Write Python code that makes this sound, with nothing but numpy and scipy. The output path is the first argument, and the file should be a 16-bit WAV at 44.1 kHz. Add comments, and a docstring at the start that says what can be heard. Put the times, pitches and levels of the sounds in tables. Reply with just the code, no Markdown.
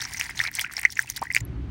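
"""Coolant trickles from a jug into a plastic funnel over an engine bay, above a low outdoor rumble.
Bubbles blip near 2 kHz as gliding sines, droplets ping as short rough sines, splats are bursts of coloured noise.
Click-driven resonators make the finer trickle; short feedback delays make the funnel ring briefly.
The scene then cuts to a moment after the pour: only the rumble, louder noise in bands with hum lines,
and one bursting droplet are left."""
import sys
import numpy as np
from scipy import signal
from scipy.fft import rfft, irfft, next_fast_len
from scipy.io import wavfile
from scipy.ndimage import uniform_filter1d

SR = 44100
rng = np.random.default_rng(int(sys.argv[2]) if len(sys.argv) > 2 else 0)


def transcribe(u):
    """Save the signal u as a 16-bit wav file named by the first command-line argument.

    u: samples, shape (n,) or (channels, n), limited to [-1, 1]; the rate is SR.
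    q: integer samples, one column per channel.
    """
    v = np.clip(np.atleast_2d(u).T, -1, 1)
    q = np.round(v * 32767).astype(np.int16)
    wavfile.write(sys.argv[1], SR, q)


N = 74970
CUT_S = 1.4113   # the pour ends here
LEAD = 88   # samples (2 ms) that a sound may start ahead of its time
MS = np.arange(-LEAD, 1500) / SR * 1000   # clock of one bubble, droplet or splat


def from_db(db):
    """Decibels to gain."""
    return 10 ** (np.asarray(db) / 20)


def rms_one(x):
    """Scale to rms 1."""
    return x / np.sqrt(np.mean(x ** 2) + 1e-20)


def at_hz(points, hz):
    """Read a spectrum in dB on a log-frequency axis."""
    points_hz, points_db = np.transpose(points)
    return np.interp(np.log(hz), np.log(points_hz), points_db)


def drift(rate_hz):
    """Slow random wander of spread 1: noise through a two-pole lowpass."""
    r = np.exp(-2 * np.pi * rate_hz / SR)
    noise = rng.standard_normal(N + SR)
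    return rms_one(signal.lfilter([1], [1, -2 * r, r * r], noise)[SR:])   # skip the settling second


def resonate(x, hz, width_hz):
    """Two-pole resonance with gain 1 on top."""
    r = np.exp(-np.pi * width_hz / SR)
    poles = [1, -2 * r * np.cos(2 * np.pi * hz / SR), r * r]
    return signal.lfilter([(1 - r * r) / 2, 0, (r * r - 1) / 2], poles, x)


def highpass(x, hz):
    """Fourth-order Butterworth low cut."""
    return signal.sosfilt(signal.butter(4, hz, "high", fs=SR, output="sos"), x)


def rumble():
    """Outdoor rumble: half-octave bands of noise, each wavering, with a few hum lines; rms 1."""
    # Tone of the noise: (frequency [Hz], level [dB per Hz])
    noise_spectrum = [(25, -25.5), (50, -8.5), (127, -10), (190, -15.5), (380, -24.5), (450, -36.5),
                      (2000, -40.5), (5000, -55.5), (12000, -76.5)]
    # Hum lines, level against the noise: (frequency [Hz], width of the first resonance [Hz], level [dB])
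    hum_lines = [(54.7, 36, -2), (117, 4.7, -3), (283.3, 16, -12.5), (366, 6.1, -20)]
    waver_db, waver_hz, low_cut_hz = 1.0, 16.7, 43.5
    edges = 25 * 2 ** np.arange(0, 9.6, .5)
    white = rng.standard_normal((2, N + SR))
    noise = 0
    for k, (low, high) in enumerate(zip(edges, edges[1:])):
        band_filter = signal.butter(3, [low, high], "band", fs=SR, output="sos")
        band = signal.sosfilt(band_filter, white[k % 2])[SR:]   # neighbours use different noise
        level_db = at_hz(noise_spectrum, np.sqrt(low * high)) + waver_db * drift(waver_hz)
        noise = noise + from_db(level_db) * band
    hum = 0
    for hz, width_hz, db in hum_lines:
        line = resonate(resonate(rng.standard_normal(N + SR), hz, width_hz), hz, hz)[SR:]
        hum = hum + from_db(db) * rms_one(line)
    return rms_one(highpass(rms_one(noise) + hum, low_cut_hz))


def clicks(per_s, spread_db):
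    """Random clicks of uneven size and sign."""
    sizes = from_db(spread_db * np.minimum(rng.exponential(1, N), 4))
    signs = rng.choice([-1, 1], N)
    return sizes * signs * (rng.random(N) < per_s / SR)


def grains(spectrum, per_s, ring_ms, spread_db, gust_db, ticks, count):
    """Gusty clicks dealt to short resonators spread in pitch, plus ticks that ring them all; typical level 1."""
    ring_shortens = .65   # ring_ms holds at the lowest pitch; ring time falls as pitch to this power
    lowest_hz, highest_hz = spectrum[1][0], spectrum[-2][0]
    own_clicks = from_db(gust_db * drift(30)) * clicks(per_s, spread_db)
    dealt = rng.integers(0, count, N)
    out = 0
    for k, hz in enumerate(np.geomspace(lowest_hz, highest_hz, count)):
        # 60 dB decay time to resonance width
        width_hz = np.log(1000) / np.pi / (ring_ms / 1000) * (hz / lowest_hz) ** ring_shortens
        push = rms_one(own_clicks * (dealt == k)) + (-1) ** k * ticks + 1e-18
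        ring = resonate(resonate(push, hz, width_hz), hz, 2 * width_hz)
        # log-spaced bands widen with pitch, so dB per Hz needs sqrt(hz)
        out = out + from_db(at_hz(spectrum, hz)) * np.sqrt(hz) * rms_one(ring)
    typical_power = np.median(uniform_filter1d(out ** 2, size=2000))
    return out / np.sqrt(typical_power)


def trickle():
    """Small bubbles and fine spray: resonators rung by random clicks and by drops that strike all pitches."""
    # Course of the trickle: (time [s], small bubbles level [dB], spray level [dB])
    course = [(0.0, -32.5, -36.5), (0.051, -37, -40), (0.089, -41, -47), (0.117, -40.5, -42),
              (0.191, -43.5, -45.5), (0.211, -35, -40), (0.332, -46, -49.5), (0.413, -36.5, -37.5),
              (0.447, -33, -44.5), (0.478, -38, -39.5), (0.491, -42.5, -61), (0.507, -56, -57.5),
              (0.533, -48.5, -54.5), (0.549, -38.5, -40), (0.605, -40, -32), (0.667, -38.5, -50),
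              (0.698, -51, -63), (0.718, -41.5, -42), (0.755, -48, -50.5), (0.788, -37.5, -37),
              (0.825, -49, -52), (0.858, -37, -40), (0.886, -51.5, -60), (0.924, -52, -38),
              (0.949, -57, -64), (0.97, -40, -43.5), (1.069, -51, -55.5), (1.105, -44, -34),
              (1.133, -62.5, -63), (1.158, -49.5, -49), (1.168, -40.5, -35), (1.204, -53, -64.5),
              (1.227, -43.5, -47.5), (1.288, -55.5, -61), (1.311, -42, -44), (1.329, -59, -54.5),
              (1.357, -36, -33), (1.402, -51.5, -55.5)]
    # Tone of the small bubbles: (frequency [Hz], level [dB per Hz])
    small_spectrum = [(320, -62), (550, -31.5), (882, -10), (1250, -23), (2040, 1), (2430, -14.5),
                      (3080, -17), (3300, -39.5), (4290, -63.5), (7260, -120)]
    # Tone of the fine spray: (frequency [Hz], level [dB per Hz])
    spray_spectrum = [(1760, -40), (3000, -3), (4980, 3), (5580, 3.5), (7690, -4.5), (9530, -4),
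                      (10700, -12.5), (15100, -15), (16000, -0.5), (16500, -36)]
    tick_decay_ms = .6   # time constant
    fall = np.exp(-1000 / tick_decay_ms / SR)
    tick_shape = signal.lfilter([1], [1, -fall], np.abs(clicks(per_s=75, spread_db=6)))
    ticks = rms_one(tick_shape * rng.standard_normal(N))
    small = grains(small_spectrum, per_s=1800, ring_ms=15.8, spread_db=2, gust_db=3,
                   ticks=from_db(-4) * ticks, count=20)
    spray = grains(spray_spectrum, per_s=8000, ring_ms=6.5, spread_db=4.5, gust_db=4,
                   ticks=from_db(-0.4) * ticks, count=32)
    s, small_db, spray_db = np.transpose(course)
    t = np.arange(N) / SR
    return from_db(np.interp(t, s, small_db)) * small + from_db(np.interp(t, s, spray_db)) * spray


def blip(attack_ms, length_ms, fade_db, bend):
    """Soft rise, then a fall, fade_db down at the end of the length; it steepens if bend is above 1."""
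    attack_ms = min(attack_ms, length_ms / 2)
    risen = np.clip((MS + attack_ms / 2) / (attack_ms * 3 / 2), 0, 1)
    fallen = np.maximum(MS - attack_ms, 0) / (length_ms - attack_ms)
    return np.sin(np.pi / 2 * risen) ** 2 * from_db(-fade_db * fallen ** bend)


def place(timed_sounds):
    """Mix (time, sound) pairs on one track, the first 2 ms of each sound lying before its time."""
    track = np.zeros(N + SR)
    for s, sound in timed_sounds:
        start = int(s * SR)
        track[start:start + len(sound)] += sound
    return track[LEAD:N + LEAD]


def droplets():
    """Pinging droplets: short sines roughened by noise resonating at the same pitch."""
    # Droplets: (time [s], level [dB], pitch [Hz])
    pings = [(0.0069, -24, 3760), (0.017, -24, 5500), (0.0234, -29, 4600), (0.039, -23.5, 6360),
             (0.0517, -20.5, 5470), (0.0577, -27, 5800), (0.1712, -24.5, 6100), (0.1754, -32, 5540),
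             (0.1816, -24, 5740), (0.2008, -19.5, 5750), (0.2055, -24.5, 5260), (0.2117, -23, 6430),
             (0.3092, -30.5, 5120), (0.3778, -25, 4000), (0.3924, -18.8, 3700), (0.414, -32, 5600),
             (0.4388, -22, 5260), (0.4513, -26, 4530), (0.47, -29.5, 5120), (0.4746, -23.5, 4050),
             (0.54, -26.5, 5480), (0.5524, -29, 6200), (0.5712, -23, 6200), (0.595, -15.5, 3350),
             (0.6019, -22, 3370), (0.609, -23, 6310), (0.6126, -24, 5450), (0.6183, -29, 5500),
             (0.7675, -16, 5330), (0.7805, -26, 4320), (0.8513, -22, 5850), (0.9029, -24.5, 5410),
             (0.9557, -33, 6900), (0.9717, -27, 5600), (0.993, -18.5, 5900), (1.1, -19, 6170),
             (1.1628, -21.5, 4680), (1.1698, -28.5, 3900), (1.1938, -34, 5460), (1.2232, -29, 4800),
             (1.336, -29, 5400), (1.348, -19, 4670), (1.3574, -22.5, 6760), (1.364, -20.5, 5300),
             (1.4078, -28, 6950), (1.451, -34.5, 11400)]
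    roughness = 0.47   # noise rms against a sine of peak 1
    shape = blip(attack_ms=0.12, length_ms=1.38, fade_db=7.5, bend=.9)
    sounds = []
    for s, db, hz in pings:
        noise = rng.standard_normal(len(MS))
        rough = rms_one(resonate(resonate(noise, hz, 1300), hz, 1300))
        tone = np.sin(2 * np.pi * hz * MS / 1000) + roughness * rough
        sounds.append((s, from_db(db) * shape * tone))
    return place(sounds)


def bubbles():
    """Large bubbles: sines whose pitch glides steadily while they die away."""
    # Bubbles: (time [s], level [dB], pitch at half length [Hz], length [ms], glide [Hz per ms])
    large_bubbles = [(0.0074, -55, 2160, 1.1, 16), (0.021, -20.5, 1790, 1.1, 20),
                     (0.0545, -20.5, 1740, 1.1, 5), (0.145, -22, 2030, 2.9, 32),
                     (0.198, -20, 2020, 1.9, 20), (0.2117, -7.5, 2420, 0.92, 20),
                     (0.2944, -20, 1840, 1, 17), (0.3936, -20.5, 1770, 0.59, 20),
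                     (0.4018, -8.1, 1880, 3.2, 12), (0.4137, -13, 2030, 1.55, -2),
                     (0.4375, -29, 1350, 7.5, 30), (0.4518, -16, 1970, 1.7, 20),
                     (0.4637, -17, 2230, 4.1, 20), (0.485, -21.5, 2200, 2.6, 20),
                     (0.5155, -30.5, 1820, 2.3, 20), (0.5877, -16, 2190, 4.4, 21),
                     (0.5942, -14, 2380, 1.15, 28), (0.601, -27, 2220, 4.2, 17),
                     (0.6152, -18.5, 2040, 1.6, 22), (0.6413, -25, 1514, 14, 16),
                     (0.6463, -15.5, 2450, 1.45, 20), (0.664, -21, 2100, 1.6, 20),
                     (0.6969, -25, 1860, 1.15, 20), (0.7102, -29, 1480, 1.4, 21.5),
                     (0.7368, -29.8, 1660, 2.6, 20), (0.769, -25, 2170, 3.5, 10.5),
                     (0.7793, -22.5, 1860, 1.4, 19), (0.78, -36.5, 780, 6.6, 20.5),
                     (0.7907, -21.5, 2370, 1.4, 26), (0.8363, -19, 2100, 0.89, 26),
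                     (0.8513, -0.4, 1981, 3.84, -25), (0.8548, -7.5, 2155, 3.3, 7),
                     (0.8603, -16, 2230, 1.3, 15), (0.896, -33, 1770, 1.7, 13),
                     (0.968, -26.5, 2214, 9.6, 20), (0.9724, -16.5, 2190, 1.5, 20),
                     (0.992, -5, 1758, 2.58, -79), (1.045, -39.5, 900, 4.1, 20),
                     (1.077, -33.5, 2650, 6.2, 9.5), (1.1757, -24.5, 1780, 2.0, 18),
                     (1.212, -37, 254, 15.5, 17.5), (1.2183, -20, 854, 6.5, 9.5),
                     (1.2261, -15.5, 1013, 3.5, 51.5), (1.241, -34, 1760, 2.6, 17),
                     (1.2543, -30.5, 1690, 4, 18), (1.2693, -27.5, 1930, 5.9, 12),
                     (1.3028, -17, 2050, 5.8, 23.5), (1.3146, -18, 2190, 1.8, 15.5),
                     (1.348, -10, 2170, 2.45, 16), (1.3648, -0.5, 2220, 1.43, 20),
                     (1.3749, -14.5, 2440, 0.96, 25.5)]
    sounds = []
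    for s, db, hz, length_ms, glide in large_bubbles:
        cycles = (hz + glide * (MS - length_ms) / 2) * MS / 1000
        attack_ms = 0.71 + 0.071 * length_ms   # long bubbles rise more slowly
        shape = blip(attack_ms, length_ms, fade_db=13, bend=1.6)
        sounds.append((s, from_db(db) * shape * np.sin(2 * np.pi * cycles)))
    return place(sounds)


def splats():
    """Splats of spray: short bursts of noise, part resonant and part broad treble."""
    # Splats: (time [s], peak level [dB], centre [Hz])
    spray_bursts = [(0.1233, -28, 8900), (0.136, -18.5, 8350), (0.1633, -31.6, 8720), (0.1982, -15.5, 7300),
                    (0.2109, -29, 8400), (0.2214, -26, 9100), (0.2995, -26.5, 9300), (0.39, -27.5, 12740),
                    (0.4129, -38, 8800), (0.4366, -33, 7850), (0.4436, -28, 9440), (0.5145, -28.5, 12600),
                    (0.552, -14, 8100), (0.594, -17, 13500), (0.604, -27, 8880), (0.612, -10, 8600),
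                    (0.6191, -22, 8500), (0.7254, -29, 12800), (0.7366, -21.5, 8700), (0.7953, -18.5, 8800),
                    (0.8147, -21, 9200), (0.982, -33, 9700), (1, -24, 8800), (1.0245, -23, 8900),
                    (1.1004, -16.5, 11900), (1.1089, -25, 9400), (1.1652, -21, 13100), (1.215, -29, 8750),
                    (1.2372, -25.5, 8330), (1.3253, -26.5, 8500), (1.3483, -12, 8400),
                    (1.3582, -21.5, 8000)]
    width_hz, broad_db = 1200, -2   # resonance width; broad treble against the resonant part
    shape = blip(attack_ms=0.27, length_ms=1.6, fade_db=12, bend=1.1)
    sounds = []
    for s, db, hz in spray_bursts:
        noise = rng.standard_normal(len(MS))
        resonant = rms_one(resonate(noise, hz, width_hz))
        broad = rms_one(highpass(noise[::-1], 6500))   # reversed, so unlike the resonant part
        burst = shape * (resonant + from_db(broad_db) * broad)
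        sounds.append((s, from_db(db) * burst / np.abs(burst).max()))
    return place(sounds)


def funnel(x):
    """Short feedback delays inside funnel and engine bay, duller and thinner on every round."""
    t60_s, level_db = 0.11, -20.5   # decay time before the filters' own losses; level of the ring
    high_cut_hz, low_cut_hz = 2300, 500
    size = next_fast_len(N + SR // 4)
    hz = np.arange(size // 2 + 1) * SR / size
    dull = 1 / (1 + 1j * hz / high_cut_hz)
    thin = 1 / (1 - 1j * low_cut_hz / (hz + 1))
    wet = 0
    for k, lag_s in enumerate([.0043, .0059, .0071, .0089, .0107, .0131]):
        loop = from_db(-60 * lag_s / t60_s) * dull * thin * np.exp(-2j * np.pi * hz * lag_s)
        wet = wet + (-1) ** k * loop / (1 - loop)   # sum of all rounds
    return x + from_db(level_db) * irfft(rfft(x, size) * wet, size)[:N]


def scene():
    """The pour up to the cut, then the louder rumble and the last droplet."""
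    # Rumble while pouring: (time [s], level [dB])
    rumble_course = [(0, -48.5), (.4, -46.5), (.64, -51), (1.0, -51), (1.41, -47)]
    rumble_after_db = -33.5
    t = np.arange(N) / SR
    pouring = t < CUT_S
    loud = droplets() + bubbles() + splats()
    # the ring of the pour stops at the cut
    water = np.where(pouring, funnel(loud + trickle()), funnel(loud * ~pouring))
    rumble_db = np.where(pouring, np.interp(t, *np.transpose(rumble_course)), rumble_after_db)
    return (water + from_db(rumble_db) * rumble())[None]


def record(dry):
    """Smooth saturation holds the loudest bubbles under a ceiling; a steep lowpass cuts the top."""
    ceiling, stop_hz = .725, 16800   # 60 dB down from stop_hz up
    clipped = dry / (1 + np.abs(dry / ceiling) ** 8) ** (1 / 8)
    return signal.sosfilt(signal.cheby2(12, 60, stop_hz, fs=SR, output="sos"), clipped)


dry = scene()
out = record(dry)
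transcribe(out)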